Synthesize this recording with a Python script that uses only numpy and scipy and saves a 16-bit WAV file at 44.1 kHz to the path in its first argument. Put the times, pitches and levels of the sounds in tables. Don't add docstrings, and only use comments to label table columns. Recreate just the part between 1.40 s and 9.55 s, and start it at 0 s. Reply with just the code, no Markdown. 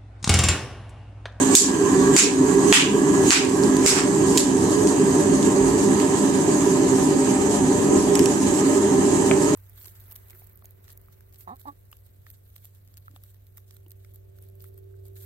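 import sys
import numpy as np
from scipy import signal
from scipy.fft import rfft, irfft, next_fast_len
from scipy.io import wavfile
from scipy.ndimage import uniform_filter1d, minimum_filter1d

SR = 44100
rng = np.random.default_rng(int(sys.argv[2]) if len(sys.argv) > 2 else 0)


def generate_wav(sig):
    pcm = np.round(np.clip(np.atleast_2d(sig).T, -1, 1) * 32767).astype(np.int16)
    wavfile.write(sys.argv[1], SR, pcm)


N = 359415


def amp(db):
    return 10 ** (np.asarray(db) / 20)


def unit(x):
    return x / np.sqrt(np.mean(x ** 2) + 1e-20)


def read(points, hz):
    f, value = np.transpose(points)
    return np.interp(np.log(hz + 1), np.log(f + 1), value)


def follow(curve):
    return np.interp(np.arange(N) / SR, *np.transpose(curve))


def wander(count, size):
    return unit(uniform_filter1d(rng.standard_normal(count), size=size))


def waver(depth_db, size):
    return amp(depth_db * wander(N, size))


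def swells(table):
    t = np.arange(N) / SR
    return amp(sum(db * np.exp(-((t - s) / sigma) ** 2 / 2) for s, db, sigma in table))


def sides(balance_db):
    pair = amp(np.array([balance_db, -balance_db]) / 2).reshape(2, -1)
    return pair / np.sqrt(np.mean(pair ** 2, 0))


def add(mix, s, sound):
    part = mix[:, round(s * SR):][:, :sound.shape[1]]
    part += sound[:, :part.shape[1]]


def patchy(x, depth_db, size):
    z = signal.stft(x, nperseg=256)[2]
    patches = uniform_filter1d(rng.standard_normal(z.shape[1:]), size[0], axis=0)
    patches = unit(uniform_filter1d(patches, size[1], axis=1))
    return unit(signal.istft(z * amp(depth_db * patches))[1][:, :x.shape[1]])


def grainy(x, depth_db, size):
    return unit(x * amp(depth_db * wander(x.shape[1], size)))


def steadied(x, size):
    return x / np.sqrt(uniform_filter1d(np.mean(x ** 2, 0), size))


def drifting(x, share, size):
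    speed = 1 + share * wander(N, size)
    place = np.cumsum(speed / speed.mean())
    return np.array([np.interp(place, np.arange(N), channel) for channel in x])


# f/Hz, likeness (negative values act as 0)
MICROPHONE_LIKENESS = [(60, 1), (290, 0.93), (450, 0.7), (700, 0.77), (1400, 0.13), (7000, 0.26),
                       (15000, -0.36)]
# f/Hz, left minus right level/dB
FLOW_BALANCE = [(60, 2.5), (380, -13), (700, 13), (1200, -6.5), (2400, 0.5), (4400, -4.5), (8000, -8),
                (15000, -1)]


def turbulence(spectrum, modes, ripple_db, lag_s=.00018):
    hz = np.fft.rfftfreq(next_fast_len(N, True), 1 / SR)
    power = (amp(read(spectrum, hz)) * sides(read(FLOW_BALANCE, hz))) ** 2
    for centre, width, db, balance_db in modes:
        resonance = amp(db) * sides(balance_db) / (1 + ((hz - centre) / width) ** 2)
        power = power + resonance ** 2
    comb = unit(uniform_filter1d(rng.standard_normal((2, len(hz))), size=200, axis=1))
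    left, other = rng.standard_normal((2, len(hz))) + 1j * rng.standard_normal((2, len(hz)))
    same = np.clip(read(MICROPHONE_LIKENESS, hz), 0, 1)
    right = same * left + np.sqrt(1 - same ** 2) * other
    right = right * np.exp(-2j * np.pi * hz * lag_s)
    return unit(irfft(np.array([left, right]) * np.sqrt(power) * amp(ripple_db * comb))[:, :N])


# f/Hz, level/dB
CRACK_SPECTRUM = [(150, -36), (600, -35), (1500, -13), (3700, -3), (5500, -1.5), (6600, -1.5), (7500, 1.5),
                  (8100, -2), (8800, -8), (10000, -13.5), (11500, -15), (12400, -23), (16000, -31)]
# multiple of its pitch, level/dB
KNOCK_SPECTRUM = [(.12, -43), (.3, -2), (.52, 2.5), (.8, 2.5), (1, 7), (1.22, 2), (1.42, -9), (2.2, -33),
                  (5, -50)]
# f/Hz, t60/s
GARAGE_DECAY = [(300, 0.076), (2500, 0.33), (7000, 0.26), (12000, 0.19)]
# f/Hz, level/dB
WALL_COLOUR = [(500, 4), (3000, -4.5), (11500, 3), (12800, -4), (16000, -15)]


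def impact(db, length, tilt_db, knock_hz, knock_db, room_db, clang_hz=5000, clang_db=0, echo_db=-10):
    size, echo_s, build_s, clang_width_hz = 2 ** 15, 0.0058, 0.01, 400
    t, hz = np.arange(size) / SR, np.fft.rfftfreq(size, 1 / SR)
    knock_shape_db = read(np.multiply(KNOCK_SPECTRUM, [knock_hz, 1]), hz)
    knock = amp(knock_db + read(CRACK_SPECTRUM, knock_hz) + knock_shape_db)
    clang = amp(clang_db / (1 + ((hz - clang_hz) / clang_width_hz) ** 2))
    colour = np.hypot(amp(read(CRACK_SPECTRUM, hz)), knock) * clang
    colour = colour * amp(tilt_db * np.log2(hz + 1000))
    burst, wash = (unit(irfft(colour * rfft(rng.standard_normal((2, size))))) for _ in range(2))

    burst = burst + 0.27 * burst[::-1]
    onset = np.minimum(t * knock_hz * 2, 1)
    shape = np.exp(-(t / length) ** 2 / 2) * onset
    crack = unit(burst * shape) * np.sqrt(np.mean(shape ** 2))
    echo = amp(echo_db) * np.roll(crack, round(echo_s * SR), axis=1)

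    wash = grainy(patchy(wash, depth_db=1.2, size=(5, 6)), depth_db=1.0, size=36)
    f, when, z = signal.stft(wash, SR, nperseg=256)
    fade_db = read(WALL_COLOUR, f)[:, None] - 60 * when / read(GARAGE_DECAY, f)[:, None]
    tail = signal.istft(z * amp(fade_db), SR)[1][:, :size]
    tail = tail * (1 - np.exp(-(t / build_s) ** 2))
    return amp(db) * sides(balance_db=-2.5) * (crack + echo + amp(room_db) * tail)


def impacts(table):
    out = np.zeros((2, N))
    for s, *row in table:
        add(out, s, impact(*row))
    return out


def ring(modes, spacing_s=.0001):
    t = np.arange(SR // 4) / SR
    tones = np.zeros((2, len(t)))
    for hz, db, t60 in modes:
        shifted = t + spacing_s * rng.random((2, 1))
        tones += amp(db - 60 * t / t60) * np.sin(2 * np.pi * hz * shifted)
    return tones * np.minimum(t / .0003, 1)


# t/s, level/dB
ROAR_DRIFT = [(0, -17.5), (0.55, -14.5), (1.15, -14), (1.7, -15), (2.68, -17), (2.88, -16), (3.3, -17.0),
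              (4.4, -17.0), (4.85, -19.0), (5.55, -17.0), (6.1, -19.5), (6.6, -16.5), (6.95, -19.5),
              (7.45, -17.0), (8.15, -18)]
# t/s, rise/dB, sigma/s; the one at 6.81 s is the bucket booming as the tongs knock it
LOW_SURGES = [(1.313, 1, 0.0055), (2.262, 5, 0.021), (6.81, 9, 0.011)]
# f/Hz, relative level/dB
ROAR_SPECTRUM = [(20, -88), (40, -78), (70, -61.5), (100, -56), (140, -52), (200, -49.5), (235, -78),
                 (300, -54), (410, -58), (480, -59.5), (540, -81), (800, -110)]
# f/Hz, half-width/Hz, relative peak level/dB, left minus right level/dB
ROAR_RESONANCES = [(59, 5.8, -56.5, -7), (94.7, 7.4, -51.5, 0), (112, 10, -75, 9), (155.2, 13.7, -48.5, 8),
                   (189, 17.3, -47, -4), (207.7, 4.3, -40, 6.5), (266.5, 7.2, -34.5, -3.5),
                   (276, 27, -41.5, 0), (303, 19.7, -41, -1.5), (339, 18, -43.5, -3), (347, 18, -49.5, -34),
                   (393.6, 15.1, -34.5, -3.5), (423.8, 6.7, -43.5, -2), (464, 7.6, -50.5, 3)]


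def flame():
    roar = turbulence(ROAR_SPECTRUM, ROAR_RESONANCES, ripple_db=0.0, lag_s=.00003)
    roar = drifting(steadied(roar, size=11000), share=0.00886, size=6000)
    return roar * amp(follow(ROAR_DRIFT)) * swells(LOW_SURGES)


# t/s, sigma/s, f/Hz, half-width/Hz, level/dB
RESONANCE_FLARES = [(0.48, 0.037, 1030, 21, -28.5), (1.24, 0.082, 970, 99, -35),
                    (2.97, 0.02, 1010, 49, -29), (4.25, 0.041, 51.3, 9, -34)]


def flares():
    t, hz = np.arange(N) / SR, np.fft.rfftfreq(next_fast_len(N, True), 1 / SR)
    out = np.zeros((1, N))
    for s, sigma, centre, width, db in RESONANCE_FLARES:
        random_phase = np.exp(2j * np.pi * rng.random((1, len(hz))))
        band = irfft(random_phase / (1 + ((hz - centre) / width) ** 4))[:, :N]
        out += amp(db) * steadied(band, size=4000) * np.exp(-((t - s) / sigma) ** 2 / 2)
    return sides(balance_db=-3.0) * out


# t/s, share of the way from forge mouth to bucket
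SMITH_WALK = [(.6, 0.43), (1.8, 0.74), (3.2, 0.9), (5.5, 1)]
# f/Hz, relative level/dB
RUSH_SPECTRUM = [(350, -106), (500, -63.5), (660, -62.5), (1000, -68.5), (1250, -63.5), (1430, -74),
                 (1620, -65), (1830, -66.5), (2150, -74), (3000, -105)]
HISS_SPECTRUM = [(1500, -100), (2300, -70.5), (3050, -70), (3400, -73.5), (4400, -71.5), (5600, -72),
                 (6700, -60.5), (7200, -64), (7650, -59.5), (8200, -62), (8700, -70.5), (11400, -78.5),
                 (13000, -84), (15500, -99)]
# f/Hz, half-width/Hz, relative peak level/dB, left minus right level/dB
RUSH_AT_BUCKET = [(509, 16, -61, 6), (580.4, 19.6, -52.5, 5), (615, 15, -66, 5), (717, 5, -51.5, -5),
                  (774, 8, -50, 6), (831, 15.3, -54.5, 0), (856, 43, -58.5, -4), (921.5, 18, -51.5, -10),
                  (981, 29, -53, -28), (1020, 4.5, -51, 1), (1047, 15.5, -56, 0), (1130, 7.4, -60, 13)]
RUSH_AT_FORGE = [(735, 16, -69, 11), (844, 14, -55, -16), (867, 21, -51.5, -9), (980, 90, -56, -1.5),
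                 (1132, 52, -57, -26), (1360, 35, -63, -4), (1615, 54, -59, -20), (1780, 4, -65, -25)]
HISS_RESONANCES = [(2900, 12, -79, 1), (3063, 33, -65, -18), (3190, 33, -68, -10), (6126, 36, -60.5, -24),
                   (6770, 36, -58, -40), (7410, 27, -60, 18)]
# t/s, rise/dB, sigma/s
BRIEF_HISS_SWELLS = [(0.025, 4.5, 0.038), (0.145, 5.5, 0.02), (0.757, 4.5, 0.018), (1.305, 5, 0.031),
                     (1.892, 8, 0.03), (2.455, 3.5, 0.015), (2.968, 4.5, 0.015), (7.07, 2, 0.063)]


def jet(bucket_db=-29.0, forge_db=-25.5, hiss_db=-30, hiss_forge_rise_db=3.9, flutter_db=0.76):
    way = np.clip(follow(SMITH_WALK), 0, 1)
    rush = np.sqrt(way) * turbulence(RUSH_SPECTRUM, RUSH_AT_BUCKET, ripple_db=2.5) * amp(bucket_db)
    rush += np.sqrt(1 - way) * turbulence(RUSH_SPECTRUM, RUSH_AT_FORGE, ripple_db=5.0) * amp(forge_db)
    rush = drifting(rush, share=0.00815, size=5000)
    hiss = turbulence(HISS_SPECTRUM, HISS_RESONANCES, ripple_db=3.0)
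    hiss = patchy(hiss, depth_db=1.56, size=(4, 22))
    hiss = hiss * amp(hiss_db + hiss_forge_rise_db * (1 - way))
    hiss = hiss * swells(BRIEF_HISS_SWELLS) * waver(depth_db=0.2, size=6000)
    return waver(flutter_db, size=1300) * (rush + hiss)


def sizzle(start_s=2.05, per_s=14, pop_db=-33):
    pops = (rng.random(N) < per_s / SR) * rng.uniform(0.32, 2.4, N)
    pops = pops * (np.arange(N) / SR > start_s)
    pop = impact(pop_db, length=0.0009, tilt_db=9, knock_hz=3060, knock_db=-5, room_db=-2.5)
    return signal.oaconvolve(pops[None], pop, axes=1)[:, :N]


# f/Hz, relative level/dB
SPLUTTER_SPECTRUM = [(400, -20), (800, 0), (1600, -1), (2600, -5), (3900, -11), (5500, -4), (6400, -11),
                     (7500, 0), (9500, -15), (14000, -31)]


def splutter(peak_s=2.595, db=-18, rise_s=0.12, fall_s=0.041, darkening=39):
    hz, when, z = signal.stft(rng.standard_normal((2, N)), SR, nperseg=256)
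    since = np.clip(when - peak_s, -rise_s, fall_s)
    tilt_db = darkening * since * np.log2(hz + 1000)[:, None]
    colour = amp(read(SPLUTTER_SPECTRUM, hz)[:, None] - tilt_db)
    hiss = signal.istft(z * colour / np.linalg.norm(colour, axis=0))[1][:, :N]
    t = np.arange(N) / SR - peak_s
    swell = np.exp(-np.where(t < 0, (t / rise_s) ** 2, t / fall_s))
    return amp(db) * sides(balance_db=-3.0) * swell * grainy(hiss, depth_db=1.2, size=110)


OIL_SPITS = [(2.049, -20, 0.0022, 1, 7550, 7, -14), (2.0955, -21.5, 0.001, 2, 7550, 7, -18),
             (2.2359, -19, 0.001, 1, 7400, 9, -18), (2.3676, -18, 0.001, 2, 7550, 9, -18),
             (3.4731, -16, 0.00058, 6, 7000, 7, -9), (4.0283, -20, 0.0011, 3, 3000, -4, -11),
             (4.6005, -21, .001, 5, 2800, 6, -7)]


def spits():
    return impacts(OIL_SPITS)


# t/s, click level/dB, click sigma/s, brightness/(dB per octave),
# ring level/dB, favoured f/Hz
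RIM_TAPS = [(6.754, -12, 0.0005, 5, -11, 8200), (6.793, -9, 0.0004, 11, -16, 3600),
            (6.858, -21, 0.0012, 4, -14, 6000)]
# f/Hz, level/dB, t60/s
TONGS_MODES = [(1900, -4, .012), (2500, -6, .012), (3020, -4, .015), (4520, -7, .014), (5560, -5, .025),
               (6470, -9, .02), (7900, 2, .014), (10150, -3, .01), (11600, -6, .01)]


def tongs(favour_db=5):
    out = np.zeros((2, N))
    for s, click_db, length, tilt_db, ring_db, best_hz in RIM_TAPS:
        click = impact(click_db, length, tilt_db, knock_hz=2400, knock_db=13, room_db=-20, echo_db=-17)
        add(out, s, click)
        modes = [(hz, db - favour_db * abs(np.log2(hz / best_hz)), t60) for hz, db, t60 in TONGS_MODES]
        add(out, s, amp(ring_db) * sides(balance_db=-6.0) * ring(modes))
    return out


# f/Hz, level/dB, t60/s
BUCKET_MODES = [(340, -2, .03), (620, 2, .035), (880, 0, .025), (1230, -5, .03), (1740, -14, .1),
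                (2350, 10, .006), (2560, -13, .035), (4300, -11, .006)]


def bump(at_s=7.9123, click_db=-13.5, ring_db=-15):
    out = np.zeros((2, N))
    click = impact(click_db, length=0.0009, tilt_db=-5, knock_hz=2400, knock_db=16, room_db=-16, echo_db=-12)
    add(out, at_s, click)
    add(out, at_s, amp(ring_db) * sides(balance_db=9.0) * ring(BUCKET_MODES))
    return out


HAMMER_REBOUNDS = [(0.7868, 0, 0.0022, 6, 3000, -8, -16), (2.4815, -4, 0.0014, 7, 3000, -8, -16),
                   (2.9805, -5, 0.0018, 5, 3200, 0, -14)]


def rebounds():
    return impacts(HAMMER_REBOUNDS)


HAMMER_BLOWS = [(0.1518, 21, 0.0015, 5.5, 3300, -17, -12, 7000, 5),
                (0.7640, 10.5, 0.0023, 2.5, 2520, 2, -2.5, 6750, 3.5),
                (1.3258, 14, 0.0018, 3, 2810, 10, -4, 3080, 1.5),
                (1.9058, 13.5, 0.0011, -0.5, 2440, 4.5, -7, 4440, 2),
                (2.462, 3, 0.0021, 3.5, 2230, 2.5, -3, 5340, 3.5),
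                (2.9745, -2, 0.0027, 7, 3200, -4, -9, 4800, 3)]


def blows():
    return impacts(HAMMER_BLOWS)


def scene():
    forge = flame() + flares() + jet()
    quench = sizzle() + splutter() + spits() + tongs() + bump()
    return forge + quench + rebounds() + blows()


def record(dry, recover_db_per_s=135, threshold_db=-5, treble_db=-3, deepest_db=18.0,
           linger_share=0.66, linger_s=0.18):
    t = np.arange(N) / SR
    treble = signal.sosfilt(signal.butter(1, 1500, "high", fs=SR, output="sos"), dry)
    power = uniform_filter1d(((dry + amp(treble_db) * treble) ** 2).mean(0), size=56)
    over_db = np.clip(10 * np.log10(abs(power) + 1e-12) - threshold_db, 0, deepest_db)
    fall, fade = t * recover_db_per_s, np.exp(-t / linger_s)
    quick_db = np.maximum.accumulate(over_db + fall) - fall
    slow_db = linger_share * np.maximum.accumulate(over_db / fade) * fade
    gain = amp(-np.maximum(quick_db, slow_db))
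    gain = uniform_filter1d(minimum_filter1d(gain, size=48), size=48)
    overloaded = np.clip(dry * gain, -.9, .9)
    lowpass = signal.firwin(255, 16200, window=("kaiser", 9), fs=SR)
    return signal.oaconvolve(overloaded, lowpass[None], "same")


dry = scene()
out = record(dry)
generate_wav(out)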